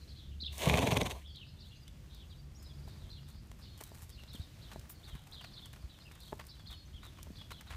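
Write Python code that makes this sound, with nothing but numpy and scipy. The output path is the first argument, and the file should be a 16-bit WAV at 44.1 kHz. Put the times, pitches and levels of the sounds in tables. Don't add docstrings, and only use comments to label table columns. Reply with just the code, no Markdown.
import sys
import numpy as np
from scipy import signal
from scipy.fft import rfft, irfft, next_fast_len
from scipy.io import wavfile
from scipy.ndimage import uniform_filter1d, map_coordinates

SR = 44100
rng = np.random.default_rng(int(sys.argv[2]) if len(sys.argv) > 2 else 0)


def unload_audio(sound):
    columns = np.transpose(np.atleast_2d(sound))
    steps = np.round(np.clip(columns, -1, 1) * 32767)
    wavfile.write(sys.argv[1], SR, steps.astype(np.int16))


N = 342216

# time in seconds, nasal rush in dB, nostril hiss in dB.
BLOW_LEVELS = [(.572, -56, -55.5), (.585, -49.5, -50), (.625, -37, -36), (.668, -30.5, -39),
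               (.98, -33.5, -39.5), (1.11, -42.5, -42), (1.165, -47.5, -61), (1.24, -67.5, -51.5)]
# frequency in Hz, gain in dB.
NOSE_COLOUR = [(88, -32), (150, -1.5), (196, -7.5), (274, -7), (446, -3.5), (530, -2.5), (640, -2),
               (824, -7.5), (956, -2.5), (1110, -7), (1350, -26), (1600, -22), (2080, -58), (3520, -120)]
# frequency in Hz, gain in dB.
NOSTRIL_COLOUR = [(790, -45), (1350, -14), (1870, -6), (2070, -3.5), (2340, -3), (2960, -5), (3490, -4),
                  (4460, -11), (4890, -19.5), (6570, -11.5), (7510, -16.5), (9020, -15.5), (10200, -20.5),
                  (13700, -20), (15500, -30)]
# time in seconds, level in dB.
RIM_HISS_LEVEL = [(.51, -88), (.525, -52), (.576, -58), (.584, -50), (.67, -50), (.72, -81), (1.275, -61),
                  (1.3, -90)]
# frequency in Hz, gain in dB.
RIM_HISS_COLOUR = [(2000, -20), (6500, -3), (15000, -8)]
# nominal frequency in Hz, level in dB, t60 in seconds.
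FLESH_MODES = [(73.4, -6.5, 0.54), (120, 2, 0.067), (202, 4, 0.042), (435, 5, 0.016)]
# nominal frequency in Hz, level in dB, t60 in seconds.
POP_MODES = [(1020, -6, 0.0052), (2200, -6, 0.019), (2430, 0, 0.016), (3280, -7, 0.014)]
# nominal frequency in Hz, level in dB, t60 in seconds.
SQUEAK_MODES = [(6230, 0.5, 0.011), (9000, -6.5, 0.0073)]

# start in seconds, level in dB, settled pitch in Hz.
HOOF_THUDS = [(0.429, -42.5, 193), (2.866, -41, 60), (3.032, -41, 60.4), (4.027, -41, 90),
              (4.348, -39, 175), (4.396, -33.5, 86.5), (5.129, -36, 61), (5.152, -40.5, 142),
              (5.839, -36, 63.3), (6.94, -39.5, 61), (7.304, -39.5, 188)]
# start in seconds, level in dB.
HOOF_KNOCKS = [(2.878, -48), (3.812, -45), (3.918, -46), (4.237, -52), (4.76, -40), (5.764, -57),
               (6.112, -57.5), (6.3244, -40.5), (6.3291, -33), (7.27, -48.5)]
# nominal frequency in Hz, level in dB, t60 in seconds.
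HOOF_MODES = [(408, -0.5, 0.028), (610, 5, 0.022), (864, 4, 0.015), (1710, -16, 0.028)]
# start in seconds, length scale in seconds, soil in dB, dry stalks in dB.
HOOF_SCUFFS = [(1.65, 0.046, -85, -68), (2.87, 0.037, -68, -66.5), (3.585, .04, -68, -66.5),
               (3.774, .025, -85, -60), (4.017, .03, -83, -58), (2.621, 0.019, -90, -57),
               (3.275, 0.054, -72, -63.5), (3.513, 0.006, -55, -76), (3.801, 0.027, -55, -53.5),
               (3.838, 0.069, -70, -61.5), (3.907, 0.16, -68.5, -62.5), (4.092, 0.016, -83, -56),
               (4.323, 0.076, -69, -61), (4.712, 0.022, -53.5, -60), (5.069, 0.041, -60, -61.5),
               (5.13, 0.049, -62, -69), (5.265, 0.019, -60, -62), (5.407, 0.016, -56, -63),
               (5.439, 0.014, -51.5, -63), (5.653, 0.021, -64, -59.5), (5.728, 0.018, -57.5, -56.5),
               (5.759, 0.015, -57, -66), (6.111, 0.014, -57.5, -62), (6.151, 0.015, -59, -64),
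               (6.172, 0.27, -76, -65), (6.391, 0.024, -49, -65), (6.464, 0.014, -83, -60.5),
               (6.592, 0.017, -60, -70), (6.695, 0.048, -58, -62), (7.025, 0.054, -57, -64),
               (7.183, 0.015, -56, -72), (7.411, 0.014, -57, -70), (7.504, 0.028, -50.5, -55.5),
               (7.606, 0.017, -56, -69), (7.657, 0.058, -62, -80), (7.697, 0.05, -51, -63)]
# start in seconds, level in dB, centre in Hz.
STALK_SNAPS = [(1.3586, -42.5, 5000), (1.8797, -35.5, 2980), (2.147, -44, 8000), (2.879, -50, 2000),
               (3.5154, -38.5, 3500), (3.8078, -38, 7000), (3.8373, -30.5, 9900), (4.0154, -46, 9900),
               (4.236, -37, 3000), (4.3324, -42, 9900), (4.733, -35.5, 3020), (4.7949, -38.5, 5960),
               (5.1518, -44, 8000), (5.314, -45, 9000), (6.1183, -41.5, 4000), (6.1516, -45, 9900),
               (6.204, -42, 9000), (6.468, -38, 9900), (6.7108, -45, 9000), (7.2298, -32.5, 6800),
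               (7.61, -36.5, 7000)]
# frequency in Hz, gain in dB.
SOIL_COLOUR = [(150, -7), (450, -10), (1100, 10.5), (2000, 6), (3500, 3), (7000, -8.5), (15000, -23)]
# frequency in Hz, gain in dB.
STALK_COLOUR = [(800, 2), (2500, -1.5), (5000, -1), (8500, 3.5), (10300, -0.5), (12000, 2), (15500, -3.5)]

# time in seconds, level in dB.
TAIL_LEVEL = [(4.888, -120), (4.896, -46.5), (4.925, -54.5), (4.945, -72), (4.97, -120)]
# frequency in Hz, gain in dB.
HAIR_COLOUR = [(3000, -20), (9000, -7.0), (13000, -2.5)]

# start in seconds, nominal crest of the first syllable in Hz,
# syllable spacing in seconds, level in dB, accent on the second syllable in dB.
SPARROW_CHIRPS = [(0.073, 4800, 0.06, -60.5, -12), (0.151, 4510, 0.056, -59, -1),
                  (0.398, 4433, 0.047, -44, 1.5), (1.346, 3910, 0.042, -51.5, -6),
                  (1.584, 4810, 0.05, -59, -3), (1.709, 3410, 0.035, -57.5, -10),
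                  (2.105, 4230, 0.07, -62.5, 3), (3.088, 4325, 0.054, -55.5, -1.5),
                  (3.612, 4830, 0.051, -59.5, -14), (4.091, 4870, 0.082, -62, -5),
                  (4.273, 4430, 0.049, -57.5, 3.5), (4.61, 4350, 0.043, -57.5, -2.5),
                  (5.028, 4290, 0.056, -54, -4), (5.315, 4305, 0.051, -51.5, 1.5),
                  (5.522, 4660, 0.038, -57, 6), (5.887, 4170, 0.036, -58.5, -6),
                  (6.198, 4510, 0.051, -59, -0.5), (6.482, 4970, 0.04, -53.5, -10),
                  (6.655, 4376, 0.046, -52.5, 0), (7.355, 4440, 0.036, -57, 2.5),
                  (7.503, 4240, 0.048, -54.5, -4), (7.667, 4150, 0.038, -57.5, -14)]
# start in seconds, start pitch, crest and end pitch in Hz, length in seconds, level in dB.
SPARROW_CHEEPS = [(0, 4360, 4270, 3920, 0.051, -62), (1.353, 3820, 4000, 4200, 0.0355, -54.5),
                  (1.41, 2814, 2970, 2440, 0.035, -53.5), (1.627, 2730, 3130, 3700, .06, -66),
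                  (1.24, 3100, 3500, 3200, 0.086, -56), (1.272, 5400, 4600, 4300, 0.056, -63),
                  (1.748, 3570, 4000, 4800, .045, -66), (1.865, 2720, 3100, 3800, 0.035, -62.5),
                  (2.299, 4280, 3600, 2860, 0.046, -61.5), (2.644, 5080, 4000, 3870, 0.038, -61),
                  (2.69, 3630, 3450, 3300, 0.042, -60.5), (4.174, 2730, 2900, 2680, 0.045, -57.5),
                  (4.389, 3450, 3950, 3600, .07, -59), (5.414, 4400, 4700, 3450, 0.077, -57.5),
                  (5.613, 3180, 3600, 3020, .057, -54.5), (5.892, 2900, 3950, 2900, 0.12, -65),
                  (5.999, 4090, 4400, 3370, 0.032, -59), (6.049, 2690, 2850, 2490, 0.043, -57.5),
                  (6.927, 3020, 3400, 2870, 0.072, -58.5), (7.014, 3580, 4000, 3330, 0.086, -58.5)]
# start in seconds, pitch in Hz, length in seconds, level in dB.
WHISTLE_NOTES = [(1.3, 4520, 0.078, -62.5), (1.746, 4700, 0.045, -67), (2.294, 4680, .04, -66),
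                 (2.378, 4670, .038, -64), (2.62, 5100, 0.071, -63), (3.645, 4300, 0.14, -64.5),
                 (6.213, 4350, 0.11, -64), (6.72, 4300, 0.13, -60)]
# start in seconds, pitch in Hz, level in dB.
TINY_BIRD_NOTES = [(1.68, 6700, -76), (1.755, 6200, -69), (2.085, 5700, -75), (2.275, 6700, -75),
                   (6.85, 5980, -69)]

# time in seconds, level in dB.
STIRRING_LEVEL = [(0, -92), (2, -77.5), (3.4, -75), (3.95, -74.5), (4.55, -72.5), (5.2, -68.5),
                  (5.6, -72.5), (6.3, -71), (6.9, -75), (7.75, -75)]
# frequency in Hz, gain in dB.
RUMBLE_COLOUR = [(15, -36), (25, -8.5), (59, 2), (75, 1), (88, -1), (107, -4.5), (143, -5.5), (188, -12),
                 (221, -12.5), (292, -25.5), (365, -24), (441, -32), (500, -29), (650, -53), (1100, -120)]
# time in seconds, level in dB.
RUMBLE_LEVEL_DB = [(0, -54.5), (.4, -52), (1.5, -53), (3, -51.5), (3.6, -51.5), (6.5, -55), (7.76, -51.5)]
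# frequency in Hz, gain in dB.
AIR_COLOUR = [(180, -19), (300, 5.5), (411, -6), (631, -5), (781, -11.5), (2790, -9.5), (3750, -10.5),
              (5050, -11.5), (8840, -18), (10400, -21), (11500, -19.5), (15500, -22)]
# time in seconds, firing tone in dB, its octave in dB.
ENGINE_LEVELS = [(0, -50.5, -67), (1.25, -55, -74), (1.5, -71, -69), (2.95, -58, -57.5), (3.7, -75, -75),
                 (7.2, -76, -70), (7.76, -51, -76)]
# time in seconds, level in dB.
BREEZE_LEVEL = [(0, -84), (1.7, -79), (2.5, -73), (3.05, -70), (3.4, -86)]
# frequency in Hz, gain in dB.
LEAF_COLOUR = [(150, -10), (320, 6), (1000, -2), (6000, -33)]

FIRST_FLAP_S, FLAP_PERIOD_S, FLAP_SLOWING_S = .699, .0425, .00044
FLAPS_FADE_S, FLAP_FADE_DB_PER_S = 1.02, 237
NOSTRIL_LAG_S, LAG_KEPT = 0.0145, .89
FLUTTER_START_S, FLUTTER_ONSET_S, FLUTTER_DB = 0.41, 0.032, 9.5
FLUTTER_DEEPENS_S, DEEPENING_S, FLUTTER_LATE_DB = 0.85, 0.15, 29
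SLAP_SCATTER_DB, SLAP_GROWTH_DB_PER_FLAP = 3, -0.29
UNSTICK_S = .581
MODE_VARIES_DB = 2.3

GROUND_T60_S = .3
SNAP_TRIM_DB = -8
CRUMB_TRIM_DB, CRUMB_HZ, CRUMB_CYCLES, CRUMB_SPREAD_DB = -2.5, 1310, 7, 11.5
CRACKLE_PER_S, CRACKLE_SPREAD_DB = 450, 5

FIRST_ARCH, SECOND_ARCH = (.72, .76), (.87, .76)
SYLLABLE_VARIES, SYLLABLE_FILL = 0.0486, 1.02
SECOND_SHARE = .84
SONG_S, LEAD_HZ, LEAD_LENGTH_S, LEAD_DB = 2.545, 6800, 0.076, -67
NOTE_GAP_S, SONG_JITTER_S, SONG_DB, SONG_FADE_DB_PER_S = .047, 0.0056, -62, 14
SONG_END_HZ, SONG_DROP_HZ, SONG_SINK_S = 4760, 855, 0.075
REPLY_DB, REPLY_SPREAD_S, REPLY_LOW_HZ, REPLY_RANGE = -64, 0.14, 2960, 1.8
NEAR_DB, FAR_DB = -45.5, -58
BLUR_SHARE, BLUR_T60_S = .45, .12

AIR_DB, DEBRIS_TRIM_DB, DEBRIS_PER_S, STIR_VARIES_DB = -66.5, -4.5, 35, 2.6
ENGINE_HZ = 70.9
TOP_HZ = 15550


def snort():
    t = np.arange(N) / SR
    rush_db, hiss_db = curves(BLOW_LEVELS)
    beats, fades_db, lags = flaps()
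    onset = ramp(t, FLUTTER_START_S, FLUTTER_ONSET_S)
    deepening = ramp(t, FLUTTER_DEEPENS_S, DEEPENING_S)
    depth_db = FLUTTER_DB * onset + (FLUTTER_LATE_DB - FLUTTER_DB) * deepening
    opening = np.cos(2 * np.pi * np.interp(t + 0.004, beats, np.arange(len(beats))))
    flutter_db = depth_db * opening / 2

    retuned = np.cumsum(1 + .07 * opening + .05 * wobble(14))
    nasal = map_coordinates(noise(NOSE_COLOUR), [retuned], mode="wrap")
    rush = nasal * amp(rush_db - 4.5) * chop(0.33 * flutter_db)

    spray = unit(rng.standard_normal(N) + 1.14 * grit(700, 3.9))
    jet = coloured(spray, NOSTRIL_COLOUR) * amp(hiss_db - 1.5 + 0.99 * wobble(400))
    cavity = signal.sosfiltfilt(signal.butter(4, 4900, fs=SR, output="sos"), jet)
    hiss = cavity * chop(0.89 * flutter_db) + (jet - cavity) * chop(0.66 * flutter_db)
    hiss += noise(RIM_HISS_COLOUR) * amp(curves(RIM_HISS_LEVEL)[0])
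    blowing = np.interp(t, [.49, .56, 1.15, 1.26], [0, 1, 1, 0])

    impacts = nostril_impacts(beats, fades_db, lags)
    return outdoors(blowing * (rush + hiss) + impacts, t60_s=0.25, wet_db=-14.0)


def flaps():
    k = np.arange(11)
    s = FIRST_FLAP_S + FLAP_PERIOD_S * k + FLAP_SLOWING_S * k ** 2
    fade_db = -FLAP_FADE_DB_PER_S * np.maximum(s - FLAPS_FADE_S, 0)
    return s, fade_db, NOSTRIL_LAG_S * LAG_KEPT ** k


def chop(gain_db):
    gate = amp(gain_db)
    return gate / np.sqrt(uniform_filter1d(gate ** 2, size=2100))


def nostril_impacts(beats, fades_db, lags):
    slaps, thumps, smacks = np.zeros((3, N))
    add(smacks, UNSTICK_S, amp(-30) * crack(0.0084))
    add(thumps, FIRST_FLAP_S - .027, amp(-26.5) * ring(FLESH_MODES, scatter=0.2))
    for k, (s, fade_db, lag) in enumerate(zip(beats, fades_db, lags)):
        vary_db = SLAP_GROWTH_DB_PER_FLAP * k + fade_db + SLAP_SCATTER_DB * rng.standard_normal()
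        tired_db = -82 * max(s - .94, 0)
        add(slaps, s - .001, amp(vary_db - 25) * slap(0.0055))
        add(slaps, s + lag, amp(vary_db - 37.5 + tired_db) * slap(0.0079))
        add(thumps, s, amp(fade_db - 29.5) * ring(FLESH_MODES, scatter=0.162))
        add(thumps, s + lag, amp(fade_db - 31.5) * ring(FLESH_MODES, scatter=0.161))
        add(smacks, s + 0.015, amp(-37 + 0.61 * fade_db) * ring(SQUEAK_MODES, scatter=0.062))
    smacks = signal.sosfilt(signal.butter(1, [4000, 11000], "band", fs=SR, output="sos"), smacks)
    thumps = signal.sosfilt(signal.butter(4, 66, "high", fs=SR, output="sos"), thumps)
    return slaps + thumps + smacks


def slap(t60_s):
    pop = ring(POP_MODES, scatter=.045)
    add(pop, 0, 0.21 * crack(t60_s))
    return pop


def hooves():
    blows, soil, stalks, snaps = np.zeros((4, N))
    t = clock(.4)
    for s, db, hz in HOOF_THUDS:
        add(blows, s, amp(db + 6.0) * thud(hz))
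    for s, db in HOOF_KNOCKS:
        add(blows, s, amp(db - 5.5) * ring(HOOF_MODES, scatter=0.026))
    for s, length_s, soil_db, stalk_db in HOOF_SCUFFS:
        u = t / (0.36 * length_s)
        stroke = (u * np.exp(1 - u)) ** 1.5
        add(blows, s, amp(soil_db + CRUMB_TRIM_DB) * stroke * crumbs(.4))
        add(soil, s, amp(soil_db - 1) * stroke)
        add(stalks, s, amp(stalk_db + 0.5) * stroke)
    for s, db, hz in STALK_SNAPS:
        add(snaps, s, amp(db + SNAP_TRIM_DB) * snap(hz))
    clods = amp(2.3 * wobble(220) - 0.5)
    soil_crunch = coloured(soil * clods * grit(1700, 1.9), SOIL_COLOUR)
    stalk_crunch = coloured(stalks * clods * crackle(7000), STALK_COLOUR)
    return outdoors(blows + soil_crunch + stalk_crunch + snaps, t60_s=GROUND_T60_S, wet_db=-15.0)


def thud(hz):
    t = clock(.4)
    cycles = hz * t * (1 + .5 * np.exp(-t / 0.0052))
    envelope = amp(-11.0 * cycles) * (1 - np.exp(-cycles / 0.23))
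    return envelope * np.sin(2 * np.pi * cycles)


def crumbs(length_s):
    size, t = len(clock(length_s)), clock(0.0031)
    when, pitch, strength = rng.random((3, int(1800 * length_s)))
    hz = CRUMB_HZ * np.exp(rng.normal(0, 0.16) + 1.4 * (pitch[:, None] - .5))
    cycles = hz * t
    tick_db = CRUMB_SPREAD_DB * strength[:, None] ** 2 - 60 * cycles / CRUMB_CYCLES
    ticks = amp(tick_db) * np.cos(2 * np.pi * cycles)
    at = (when * size).astype(int)[:, None] + np.arange(len(t))
    return unit(np.bincount(at.ravel(), ticks.ravel(), size)[:size])


def snap(hz):
    band_hz = [hz / 2, min(2 * hz, TOP_HZ)]
    return signal.sosfilt(signal.butter(1, band_hz, "band", fs=SR, output="sos"), crack(0.019))


def crackle(fine_per_s):
    return unit(grit(CRACKLE_PER_S, CRACKLE_SPREAD_DB) + grit(fine_per_s, 1.8))


def tail_swish():
    return amp(curves(TAIL_LEVEL)[0]) * noise(HAIR_COLOUR)


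def birds():
    near = chirps() + cheeps_and_whistles() + thin_song() + replies() + high_twitter()
    near = outdoors(fences(near, echo_db=-19.5), t60_s=0.7, wet_db=-8.5)
    return near + outdoors(flock(), t60_s=0.32, wet_db=10.5)


def chirps():
    out = np.zeros(N)
    for s, hz, spacing_s, db, accent_db in SPARROW_CHIRPS:
        length_s = SYLLABLE_FILL * spacing_s
        first = syllable(length_s, hz, FIRST_ARCH)
        second = syllable(length_s, SECOND_SHARE * hz, SECOND_ARCH)
        add(out, s, scattered(first, db))
        add(out, s + spacing_s, scattered(second, db + accent_db))
    return out


def syllable(length_s, crest_hz, arch):
    start, end = np.array(arch) + SYLLABLE_VARIES * rng.uniform(-1.053, 1, size=2)
    path_hz = crest_hz * np.array([start, 1, end])
    main = whistle(length_s, *path_hz, rasp=rng.uniform(0.026, .055))
    return main + amp(-10.0) * whistle(length_s, *(path_hz * 1.12), rasp=0.0473)


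def whistle(length_s, start_hz, middle_hz, end_hz, rasp):
    t = clock(length_s)
    u = t / t[-1]
    quaver = np.interp(t, t[::40], rng.standard_normal(len(t[::40])))
    warble = np.sin(2 * np.pi * (rng.uniform(54.6, 106.7) * t + rng.random()))
    path_hz = np.interp(u, [0, .36, 1], [start_hz, middle_hz, end_hz])
    smooth_hz = uniform_filter1d(path_hz, size=len(t) // 6 + 1)
    hz = smooth_hz * (1 + rasp * (quaver + 0.9 * warble))
    strength = np.sqrt(np.abs(np.sin(np.pi * u))) * amp(90 * rasp * (quaver - warble))
    return np.sin(2 * np.pi * np.cumsum(hz) / SR) * strength


def scattered(sound, db):
    share = BLUR_SHARE * np.clip((NEAR_DB - db) / (NEAR_DB - FAR_DB), .15, 1)
    t = clock(BLUR_T60_S)
    paths = rng.standard_normal(len(t)) * amp(-60 * t / BLUR_T60_S)
    paths *= np.sqrt(share) / np.linalg.norm(paths)
    paths[0] += np.sqrt(1 - share)
    return amp(db) * signal.fftconvolve(sound, paths)


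def cheeps_and_whistles():
    out = np.zeros(N)
    for s, *path_hz, length_s, db in SPARROW_CHEEPS:
        add(out, s, amp(db) * whistle(length_s, *path_hz, rasp=0.031))
    for s, hz, length_s, db in WHISTLE_NOTES:
        add(out, s, amp(db) * whistle(length_s, hz, hz, hz, rasp=0.016))
    return out


def thin_song():
    out = np.zeros(N)
    lead = whistle(LEAD_LENGTH_S, 0.78 * LEAD_HZ, LEAD_HZ, LEAD_HZ, rasp=0.017)
    add(out, SONG_S, amp(LEAD_DB) * lead)
    for since_s in NOTE_GAP_S * np.arange(10):
        hz = SONG_END_HZ + SONG_DROP_HZ * np.exp(-since_s / SONG_SINK_S)
        note = whistle(0.0297, 0.81 * hz, hz, hz, rasp=0.017)
        start_s = SONG_S + since_s + rng.normal(0, SONG_JITTER_S)
        add(out, start_s, amp(SONG_DB - SONG_FADE_DB_PER_S * since_s) * note)
    return out


def replies():
    out = np.zeros(N)
    draws = rng.random(size=(len(SPARROW_CHIRPS), 3))
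    for (s, *_), (wait, pitch, slope) in zip(SPARROW_CHIRPS, draws):
        hz, slide = REPLY_LOW_HZ * REPLY_RANGE ** pitch, .1 - 0.28 * slope
        stroke = whistle(0.046, hz * (.92 - slide), hz, hz * (1.0 + slide), rasp=0.011)
        add(out, s + REPLY_SPREAD_S * wait, scattered(stroke, REPLY_DB))
    return out


def high_twitter():
    out = np.zeros(N)
    for s, hz, db in TINY_BIRD_NOTES:
        add(out, s, scattered(whistle(0.026, hz, hz, 1.1 * hz, rasp=.01), db))
    return out


def flock():
    out = np.zeros(N)
    for when, pitch, slide in rng.random(size=(60, 3)):
        hz = 3200 * 1.55 ** pitch
        note = whistle(0.055, hz * (0.9 + 0.311 * slide), hz, hz * (1 - 0.197 * slide), rasp=0.036)
        add(out, when * N / SR, amp(-74.0 - 3 * pitch) * note)
    return out


def fences(x, echo_db):
    out = x.copy()
    for delay_s in rng.uniform(.006, 0.048, size=4):
        add(out, delay_s, amp(echo_db) * x)
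    return out


def paddock():
    rumble = noise(RUMBLE_COLOUR) * amp(curves(RUMBLE_LEVEL_DB)[0] + 1.5 * wobble(9))
    air = noise(AIR_COLOUR) * amp(AIR_DB + 1.8 * wobble(2.75))
    stir_db = curves(STIRRING_LEVEL)[0] + STIR_VARIES_DB * wobble(25)
    litter = coloured(crackle(2300), STALK_COLOUR) * amp(stir_db - 3.5)
    clods = crumbs(N / SR) * amp(stir_db - 0.5)
    debris = coloured(grit(DEBRIS_PER_S, 2.3), SOIL_COLOUR) * amp(stir_db + DEBRIS_TRIM_DB)
    return rumble + air + litter + clods + debris


def distance():
    firing_db, octave_db = curves(ENGINE_LEVELS)
    phase = 2 * np.pi * np.cumsum(ENGINE_HZ * (1 + 0.01927 * wobble(8))) / SR
    tones = amp(firing_db) * np.sin(phase) + amp(octave_db) * np.sin(2 * phase)
    engine = np.sqrt(2) * amp(4.1 * wobble(9)) * tones
    leaves = noise(LEAF_COLOUR) * amp(curves(BREEZE_LEVEL)[0] + 1.3 * wobble(13))
    return engine + leaves


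def amp(db):
    return 10 ** (np.asarray(db) / 20)


def unit(x):
    return x / np.sqrt(np.mean(x ** 2) + 1e-20)


def clock(length_s):
    return np.arange(max(int(length_s * SR), 8)) / SR


def ramp(t, start_s, length_s):
    return np.clip((t - start_s) / length_s, 0, 1)


def curves(rows):
    s, *cols = np.transpose(rows)
    return [np.interp(np.arange(N) / SR, s, c) for c in cols]


def wobble(knots_per_s):
    knots = rng.standard_normal(int(N * knots_per_s / SR) + 4)
    return map_coordinates(knots, [np.arange(N) * knots_per_s / SR])


def add(track, s, sound):
    start = min(max(round(s * SR), 0), N)
    track[start:start + len(sound)] += sound[:N - start]


def coloured(x, points):
    m = 2 * next_fast_len(N // 2 + SR // 4)
    hz, db = np.transpose(points)
    bins_hz = np.fft.rfftfreq(m, 1 / SR)
    gain = unit(amp(np.interp(np.log(bins_hz + 1), np.log(hz + 1), db)))
    cepstrum = irfft(np.log(gain + 1e-6))
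    cepstrum[1:m // 2] *= 2
    cepstrum[m // 2 + 1:] = 0
    return irfft(rfft(x, m) * np.exp(rfft(cepstrum)), m)[:N]


def noise(points):
    return unit(coloured(rng.standard_normal(N), points))


def grit(cracks_per_s, spread_db):
    size = amp(spread_db * np.clip(rng.standard_normal(N), -2, 2))
    return unit((rng.random(N) < cracks_per_s / SR) * size * rng.standard_normal(N))


def ring(modes, scatter):
    t = clock(0.32)
    out = np.zeros(len(t))
    for hz, db, t60_s in modes:
        envelope = amp(db + rng.normal(0, MODE_VARIES_DB) - 60 * t / t60_s)
        out += envelope * np.sin(2 * np.pi * hz * np.exp(rng.normal(0, scatter)) * t)
    return out


def crack(t60_s):
    t = clock(.04)
    return rng.standard_normal(len(t)) * amp(-60 * t / t60_s)


def outdoors(x, t60_s, wet_db):
    t = clock(.8)
    tail = rng.standard_normal(len(t)) * amp(-60 * t / t60_s) * (1 - np.exp(-t / 0.0011))
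    return x + amp(wet_db) * signal.fftconvolve(x, tail / np.linalg.norm(tail))[:N]


def scene():
    return (snort() + hooves() + tail_swish() + birds() + paddock() + distance())[None]


def record(dry):
    thinned = signal.sosfilt(signal.butter(2, 32, "high", fs=SR, output="sos"), dry)
    m = next_fast_len(N + SR // 2)
    passband = np.fft.rfftfreq(m, 1 / SR) < TOP_HZ
    return irfft(rfft(thinned, m) * passband, m)[..., :N]


dry = scene()
out = record(dry)
unload_audio(out)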